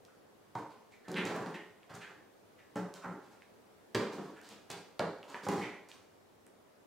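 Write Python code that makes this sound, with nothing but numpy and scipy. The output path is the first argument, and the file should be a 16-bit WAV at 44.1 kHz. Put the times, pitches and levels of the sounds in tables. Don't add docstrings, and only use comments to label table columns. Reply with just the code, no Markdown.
import sys
import numpy as np
from scipy import signal
from scipy.fft import rfft, irfft, next_fast_len
from scipy.io import wavfile
from scipy.ndimage import uniform_filter1d

SR = 44100
rng = np.random.default_rng(int(sys.argv[2]) if len(sys.argv) > 2 else 0)


def pcm_store(signal):
    levels = np.round(np.clip(np.atleast_2d(signal), -1, 1) * 32767)
    wavfile.write(sys.argv[1], SR, levels.astype(np.int16).T)


def natural_amplitude(level_db):
    exponent = np.asarray(level_db, float) / 20
    return 10 ** exponent


N = 302526

# start in seconds, smack peak in dB, thud in dB, snap in dB,
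# pitch of the air trapped under the palm in Hz.
PALMS = [
    (0.553, -37, 0.5, -9, 770),
    (2.758, -37, 5, -22, 1160),
    (3.948, -31, 6, 2, 1320),
    (4.9948, -34, 1, -30, 1420),
]


def unit(x):
    return x / np.sqrt(np.mean(x ** 2) + 1e-20)


def along(points, hz):
    f, v = np.transpose(points)
    return np.interp(np.log(hz + 1), np.log(f + 1), v)


def filtered(x, response):
    m = next_fast_len(x.shape[-1] + 8192)
    spectrum = rfft(x, m) * response(np.fft.rfftfreq(m, 1 / SR))
    return irfft(spectrum, m)[..., :x.shape[-1]]


def causal(points):
    def response(hz):
        gain = natural_amplitude(along(points, hz))
        cepstrum = irfft(np.log(gain / np.sqrt(np.mean(gain ** 2))))
        half = len(cepstrum) // 2
        cepstrum[1:half] *= 2
        cepstrum[half + 1:] = 0
        return np.exp(rfft(cepstrum))
    return response


def resonant(modes):
    def response(f):
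        h = 0
        for k, (hz, width_hz, db) in enumerate(modes):
            damping = 1j * f * width_hz
            h = h + (-1) ** k * natural_amplitude(db) * damping / (hz * hz - f * f + damping)
        return unit(np.abs(h)) * np.exp(1j * np.angle(h))
    return response


def add(track, s, x):
    part = track[..., round(s * SR):][..., :x.shape[-1]]
    part += x[..., :part.shape[-1]]


def push(length_s, grain_db):
    u = np.arange(SR // 4) / SR / np.clip(length_s, .0003, .08)
    grains = rng.standard_normal(len(u)) * natural_amplitude(grain_db * rng.exponential(size=len(u)))
    force = u * np.exp(-u) * grains
    return force / np.linalg.norm(force)


def taps(rows, width):
    out = np.zeros(N)
    for s, db, hz in rows:
        tap = .25 * push(.001, grain_db=1)[:SR // 50]
        tap[0] -= 1
        nail = resonant([(hz, width * hz, 0)])
        add(out, s, natural_amplitude(db + 8.5) * filtered(filtered(tap, nail), nail))
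    return out


def sounded(force):
    # pitch in Hz, width in Hz, level in dB.
    boards = [(124.4, 6.6, -8.5), (176.7, 26.2, 1.5), (302, 63, -2), (413, 43.7, 0), (544, 51, -11.5),
              (670, 17, -44), (830, 33, -11)]
    # frequency in Hz, level in dB.
    crack = [(1500, -14), (2400, 3), (3500, -0.5), (4800, 1.5), (6500, -41)]
    # frequency in Hz, level in dB.
    snap = [(3500, -0.5), (5200, -0.5), (7500, -3), (9000, -7.5), (11000, -15), (15500, -16)]
    bodies = [resonant(boards), causal(crack), causal(snap)]
    return sum(filtered(f, body) for f, body in zip(force, bodies))


def air():
    # frequency in Hz, density in dB per Hz.
    density = [(20, -22), (60, -18), (102, -3.5), (137, -10.5), (200, -3), (260, -4.5), (420, -2),
               (520, -4), (660, -6), (1000, -11), (1500, -15), (2700, -21), (6000, -26.5), (16000, -32)]
    # frequency in Hz, side under mid in dB.
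    side_under_mid = [(60, -4), (110, -11), (200, 0), (380, -0.5), (700, -1), (1290, -0.5), (2380, -1.5),
                      (4400, -1), (8120, -1), (15000, 0)]
    # time in seconds, level in dB.
    level_db = [(0, -65), (1, -65), (3.5, -64), (6, -65), (6.86, -66)]
    z = signal.stft(rng.standard_normal((2, N)), nperseg=512)[2]
    field = uniform_filter1d(rng.standard_normal(z.shape[1:]), size=5, axis=0)
    field = uniform_filter1d(field, size=14, axis=1)
    pair = signal.istft(z * natural_amplitude(1 * unit(field)), nperseg=512)[1][:, :N]
    mid, side = filtered(pair, lambda hz: natural_amplitude(along(density, hz) + [0 * hz, along(side_under_mid, hz)]))
    level = natural_amplitude(np.interp(np.arange(N) / SR, *np.transpose(level_db)))
    return level * np.array([mid + side, mid - side]) / np.std(mid)


def stairwell(x, build_s):
    # frequency in Hz, t60 in seconds.
    decay = [(100, 0.22), (300, 0.56), (1000, 0.6), (2500, 0.58), (6000, 0.6), (12000, 0.34)]
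    # frequency in Hz, side under mid in dB.
    side_under_mid = [(60, -38), (110, -15), (200, -25.5), (380, -13), (700, -13.5), (1290, -13.5),
                      (2380, -9), (4400, -3.5), (8120, -1), (15000, 7)]
    out, hop = np.zeros((2, N)), SR // 6
    window = np.hanning(2 * hop + 1)[:-1]
    padded = np.pad(x, (hop, 2 * hop))
    for start in range(0, N, hop):
        hz, t, z = signal.stft(rng.standard_normal((2, SR * 2 // 3)), SR, nperseg=256)
        z = z * natural_amplitude(-60 * t / along(decay, hz)[:, None])
        z = z * natural_amplitude([0 * hz, along(side_under_mid, hz)])[..., None]
        mid, side = signal.istft(z, SR, nperseg=256)[1]
        rise = 1 - np.exp(-np.arange(len(mid)) / SR / build_s)
        tail = rise * np.array([mid + side, mid - side]) / np.linalg.norm(mid)
        piece = window * padded[start:start + 2 * hop]
        wet = signal.fftconvolve(piece[None], tail, axes=1)
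        add(out, max(start - hop, 0) / SR, wet[:, max(hop - start, 0):])
    return out


def booms():
    # start in seconds, boom in dB.
    weight = [(1.083, -51.5), (1.137, -67), (1.185, -59), (1.242, -47), (1.3, -53), (1.399, -48),
              (1.9, -58), (1.937, -53.5), (3.057, -54), (4.184, -58), (4.697, -53.5), (5.466, -46),
              (5.518, -65), (5.578, -45.5)]
    palm_boom_db, boom_hz, scatter = -9.5, 117.6, 0.046
    out, t = np.zeros(N), np.arange(SR // 4) / SR
    for s, db in weight + [(s, db + palm_boom_db) for s, db, *_ in PALMS]:
        hz = boom_hz * (1 + scatter * rng.standard_normal())
        envelope = natural_amplitude(db + 11.5 - 60 * t / 0.1) * (1 - np.exp(-t / 0.0028))
        add(out, s, envelope * np.sin(2 * np.pi * hz * t))
    return out


def huffs():
    # start in seconds, peak in dB, snout pitch in Hz, upper bands in dB, flutter from 0 to 1.
    breaths = [(0.072, -58, 1340, -31, 0.2), (.918, -54.5, 1950, -8.5, 0), (1.042, -51, 1730, -22, 0.08),
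               (1.155, -46, 1850, 23, 0.5), (1.539, -39.5, 1720, -4, 0.01), (2.006, -42, 1570, -1, 0.2),
               (2.577, -54.5, 1600, -3, 0.3), (3.018, -44, 1200, -10.5, 0.1), (4.359, -49, 1500, -5, 0.11),
               (5.354, -50.5, 1420, 9, 0.1), (5.609, -36, 1900, -5.5, 0.2)]
    plain_s, flutter_s = 0.0083, 0.023
    out, t = np.zeros(N), np.arange(SR // 4) / SR
    nostrils = resonant([(6700, 4700, 0)])
    for s, db, hz, upper_db, flutter in breaths:
        length_s = plain_s + flutter_s * flutter
        snout = resonant([(hz, 330, 0), (1.174 * hz, 400, upper_db / 2 + 6.5), (1.275 * hz, 1200, upper_db)])
        cycles = 250 * t + np.cumsum(rng.normal(0, .012, len(t)))
        puffs = -np.diff(np.floor(cycles), prepend=0) * natural_amplitude(17.0 * rng.standard_normal(len(t)))
        puffs = puffs * t * np.exp(-t / length_s)
        share = np.clip(flutter, 0, 1)
        hiss = np.sqrt(1 - share) * push(length_s, grain_db=-2)
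        flow = hiss + np.sqrt(share) * puffs / np.linalg.norm(puffs)

        def skirts(f):
            low_cut = (1j * f / (.7 * hz + 1j * f)) ** 3
            return low_cut / (1 + 1.1j * f / (2.2 * hz) - (f / (2.2 * hz)) ** 2) ** 2

        voiced = filtered(filtered(flow, snout), skirts)
        breath = filtered(filtered(hiss, nostrils), nostrils)
        add(out, s, natural_amplitude(db + 23.5) * (voiced + natural_amplitude(upper_db / 2 - 22) * breath))
    return out


def claws():
    # start in seconds, peak
    # in dB, centre in Hz.
    tips = [(1.084, -50, 7000), (1.143, -41, 3460), (1.171, -48, 8500), (1.253, -36.5, 6450),
            (1.832, -55.5, 2580), (1.943, -56, 7300), (1.953, -47, 7350), (2.758, -47.5, 7500),
            (3.421, -50.5, 2080), (3.952, -30.5, 1640), (4.7028, -36.5, 7240), (4.9942, -30.5, 4120),
            (4.9942, -42.5, 6400), (4.995, -35, 2020), (5.186, -65, 6000), (5.230, -46, 2730),
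            (5.301, -50, 6900), (5.345, -36.5, 1750), (5.453, -46, 7250), (5.916, -43.5, 3000),
            (6.466, -52.5, 8550)]
    # start in seconds, peak in dB, centre in Hz.
    flats = [(.051, -50, 4400), (.5527, -49, 4000), (1.117, -38.5, 5900), (1.365, -46, 7000),
             (2.940, -40, 5100), (3.948, -28.5, 4200), (4.415, -49.5, 6450), (4.490, -44, 6050),
             (4.716, -36.5, 6000), (5.487, -33.5, 6000), (5.888, -47.5, 5900), (6.468, -57, 1480)]
    return taps(tips, width=0.53) + taps(flats, width=1.14)


def skid(count):
    start_s, gap_s, gap_grows_s = 1.1585, .0039, 0.00015
    peak_db, fade_db, hardest_slip = -32.5, 1.5, 2.5
    pitch_hz, rise_hz = 1950, 50
    k, chance = np.arange(count), rng.standard_normal((count, 2))
    s = start_s + gap_s * k + gap_grows_s * k ** 2 + 0.00054 * chance[:, 0]
    db = peak_db - fade_db * np.abs(k - hardest_slip) + 1 * chance[:, 1]
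    slips = taps(zip(s, db, pitch_hz + rise_hz * k), width=0.99)
    return filtered(slips, lambda hz: 1 / (1 + 1.2j * hz / 4300 - (hz / 4300) ** 2) ** 2)


def slides():
    # start in seconds, rub peak in dB, thud in dB, grit in dB.
    pads = [(0.699, -51, -20, -1), (1.212, -33, -1, -11), (1.252, -30, 3, -2), (1.294, -29.5, 0, -9.5),
            (1.455, -35.5, -1, -6.5), (1.893, -37.5, -7.5, -8), (2.078, -43, -5.5, -9),
            (2.149, -60, 8, -25), (3.948, -29.5, 1, -4.5), (3.999, -32.5, 3, -8), (4.496, -47.5, -1.5, 6),
            (5.004, -32, 2, -41)]
    # start in seconds, rub peak in dB, thud in dB, grit in dB.
    furs = [(0.572, -41.5, 3.5, -4.5), (0.908, -63.5, -20, 10), (1.34, -28.5, -4.5, -13),
            (1.399, -33.5, -0.5, -11), (1.498, -39, -0.5, -19), (1.935, -38.5, -5, -2),
            (2.757, -30, 1.5, -10), (2.942, -45, -8.5, 3), (3.034, -31, -7, -23), (3.073, -40, 4.5, -15),
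            (3.108, -47, 3, -9), (3.307, -52.5, -13, -1), (4.117, -37, 0, -3.5), (4.579, -63, 6.5, -13.5),
            (5.23, -47.5, -1, -4.5), (5.427, -38, 1, 0), (5.506, -29, 2.5, -6.5), (5.67, -43, -21, -13),
            (5.886, -53, -4, 9), (5.925, -51.5, -17, 3.5)]
    # start in seconds, rub peak in dB, thud in dB, grit in dB.
    drags = [(1.085, -35.5, 4.5, -8), (1.15, -45.5, 15, -8), (4.425, -50.5, -5.5, 7.5),
             (3.211, -52, -15, -1.5), (4.198, -43.5, 6, -3.5), (4.249, -45, -1, -8),
             (4.692, -38.5, -2.5, 0), (5.273, -40, -8.5, -2.5), (5.31, -40, -18, -11),
             (5.548, -28.5, 0, -9.5)]
    # frequency in Hz, level in dB.
    rub_colour = [(300, -11), (600, 4), (900, 6.5), (1300, 2.5), (1600, 1.5), (1950, -4.5), (2200, -10.5),
                  (4000, -36.5)]
    # length in seconds, pad grit in dB, fur grit in dB
    kinds = [(pads, (0.013, 0.1, -3)), (furs, (.014, -10, 0.077)), (drags, (0.028, -1.2, 0.1))]
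    contacts = [row + kind for rows, kind in kinds for row in rows]
    force = np.zeros((4, N))
    for s, db, thud_db, grit_db, length_s, pad_db, fur_db in contacts:
        rub = np.array([push(length_s, grain_db=3) for _ in force])
        levels_db = [[thud_db + 19], [grit_db + pad_db + 9.5], [grit_db + fur_db + 13], [14]]
        add(force, s, natural_amplitude(db + np.array(levels_db)) * rub)
    return sounded(force) + filtered(force[3], causal(rub_colour))


def heels():
    # start in seconds, peak in dB, centre in Hz.
    knocks = [
        (.555, -35.5, 834),
        (2.761, -40.5, 564),
        (3.951, -30, 404),
        (4.996, -32, 600),
    ]
    return taps(knocks, width=0.5)


def blows():
    # start in seconds, smack peak in dB, thud in dB, snap in dB,
    # pitch of the air trapped under the pad in Hz.
    paws = [(1.081, -45, 5, 1, 495), (1.142, -46, 13, -40, 1450), (1.183, -35.5, 3.5, -40, 1030),
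            (4.184, -44, 7.5, -30, 830), (4.7014, -43.5, 2, 3, 910), (5.345, -41.5, -3, -30, 970),
            (5.467, -35, -5, -16, 730), (5.487, -33, 4, -2, 824)]
    crack_grows, crack_base_db = 4.8, -4.5
    force, smack = np.zeros((3, N)), np.zeros(N)
    for s, db, thud_db, snap_db, hz in PALMS + paws:
        crack_db = crack_base_db + crack_grows * snap_db
        weight = np.abs(push(0.00029, grain_db=8.0)) + 0.5 * push(0.0029, grain_db=-26)
        add(force[0], s - .002, natural_amplitude(db + thud_db + 11.0) * weight)
        skin = np.array([push(.005, grain_db=1), push(.004, grain_db=1)])
        add(force[1:], s - .001, natural_amplitude(db + np.array([[crack_db + 10.5], [snap_db + 10.5]])) * skin)
        cup = resonant([(hz, 0.83 * hz, 0)])
        squeezed = filtered(filtered(push(0.0029, grain_db=2.5), cup), cup)
        add(smack, s - .002, natural_amplitude(db + 12.5) * squeezed)
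    return sounded(force) + smack


def scene():
    # delay in seconds, level in dB.
    walls = [(.0035, -28.5), (0.0106, -11), (.017, -18.5)]
    # frequency in Hz, level in dB.
    wet = [(100, 7.5), (500, 5.5), (2000, 4.5), (5000, 0), (12000, 1.5)]
    # frequency in Hz, left over right in dB.
    lean = [(100, 0), (200, 1.5), (400, -1.5), (2400, -2), (4400, 0.5), (8000, -2.5), (12000, 0)]
    low_cut_hz = 75
    play = blows() + slides() + huffs() + skid(count=10) + heels()
    low, ticks = booms(), claws()

    def echoes(hz):
        return 1 + sum(natural_amplitude(db) * np.exp(-2j * np.pi * hz * s) for s, db in walls)

    def microphones(hz):
        return natural_amplitude(along(lean, hz) * [[.5], [-.5]]) * (1j * hz / (low_cut_hz + 1j * hz)) ** 4

    near = filtered(play + ticks, echoes)
    spread = play + natural_amplitude(-5) * ticks + natural_amplitude(-4.0) * low
    room = stairwell(filtered(spread, lambda hz: natural_amplitude(along(wet, hz))), build_s=0.0026)
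    return filtered(near + low + room, microphones) + air()


def roll_off(x):
    return signal.sosfilt(signal.butter(12, 16640, fs=SR, output="sos"), x)


def record(dry):
    top_hz = 15830
    mix = filtered(dry, lambda hz: np.where(hz < top_hz, 1, natural_amplitude(-28)))
    return roll_off(mix)


dry = scene()
out = record(dry)
pcm_store(out)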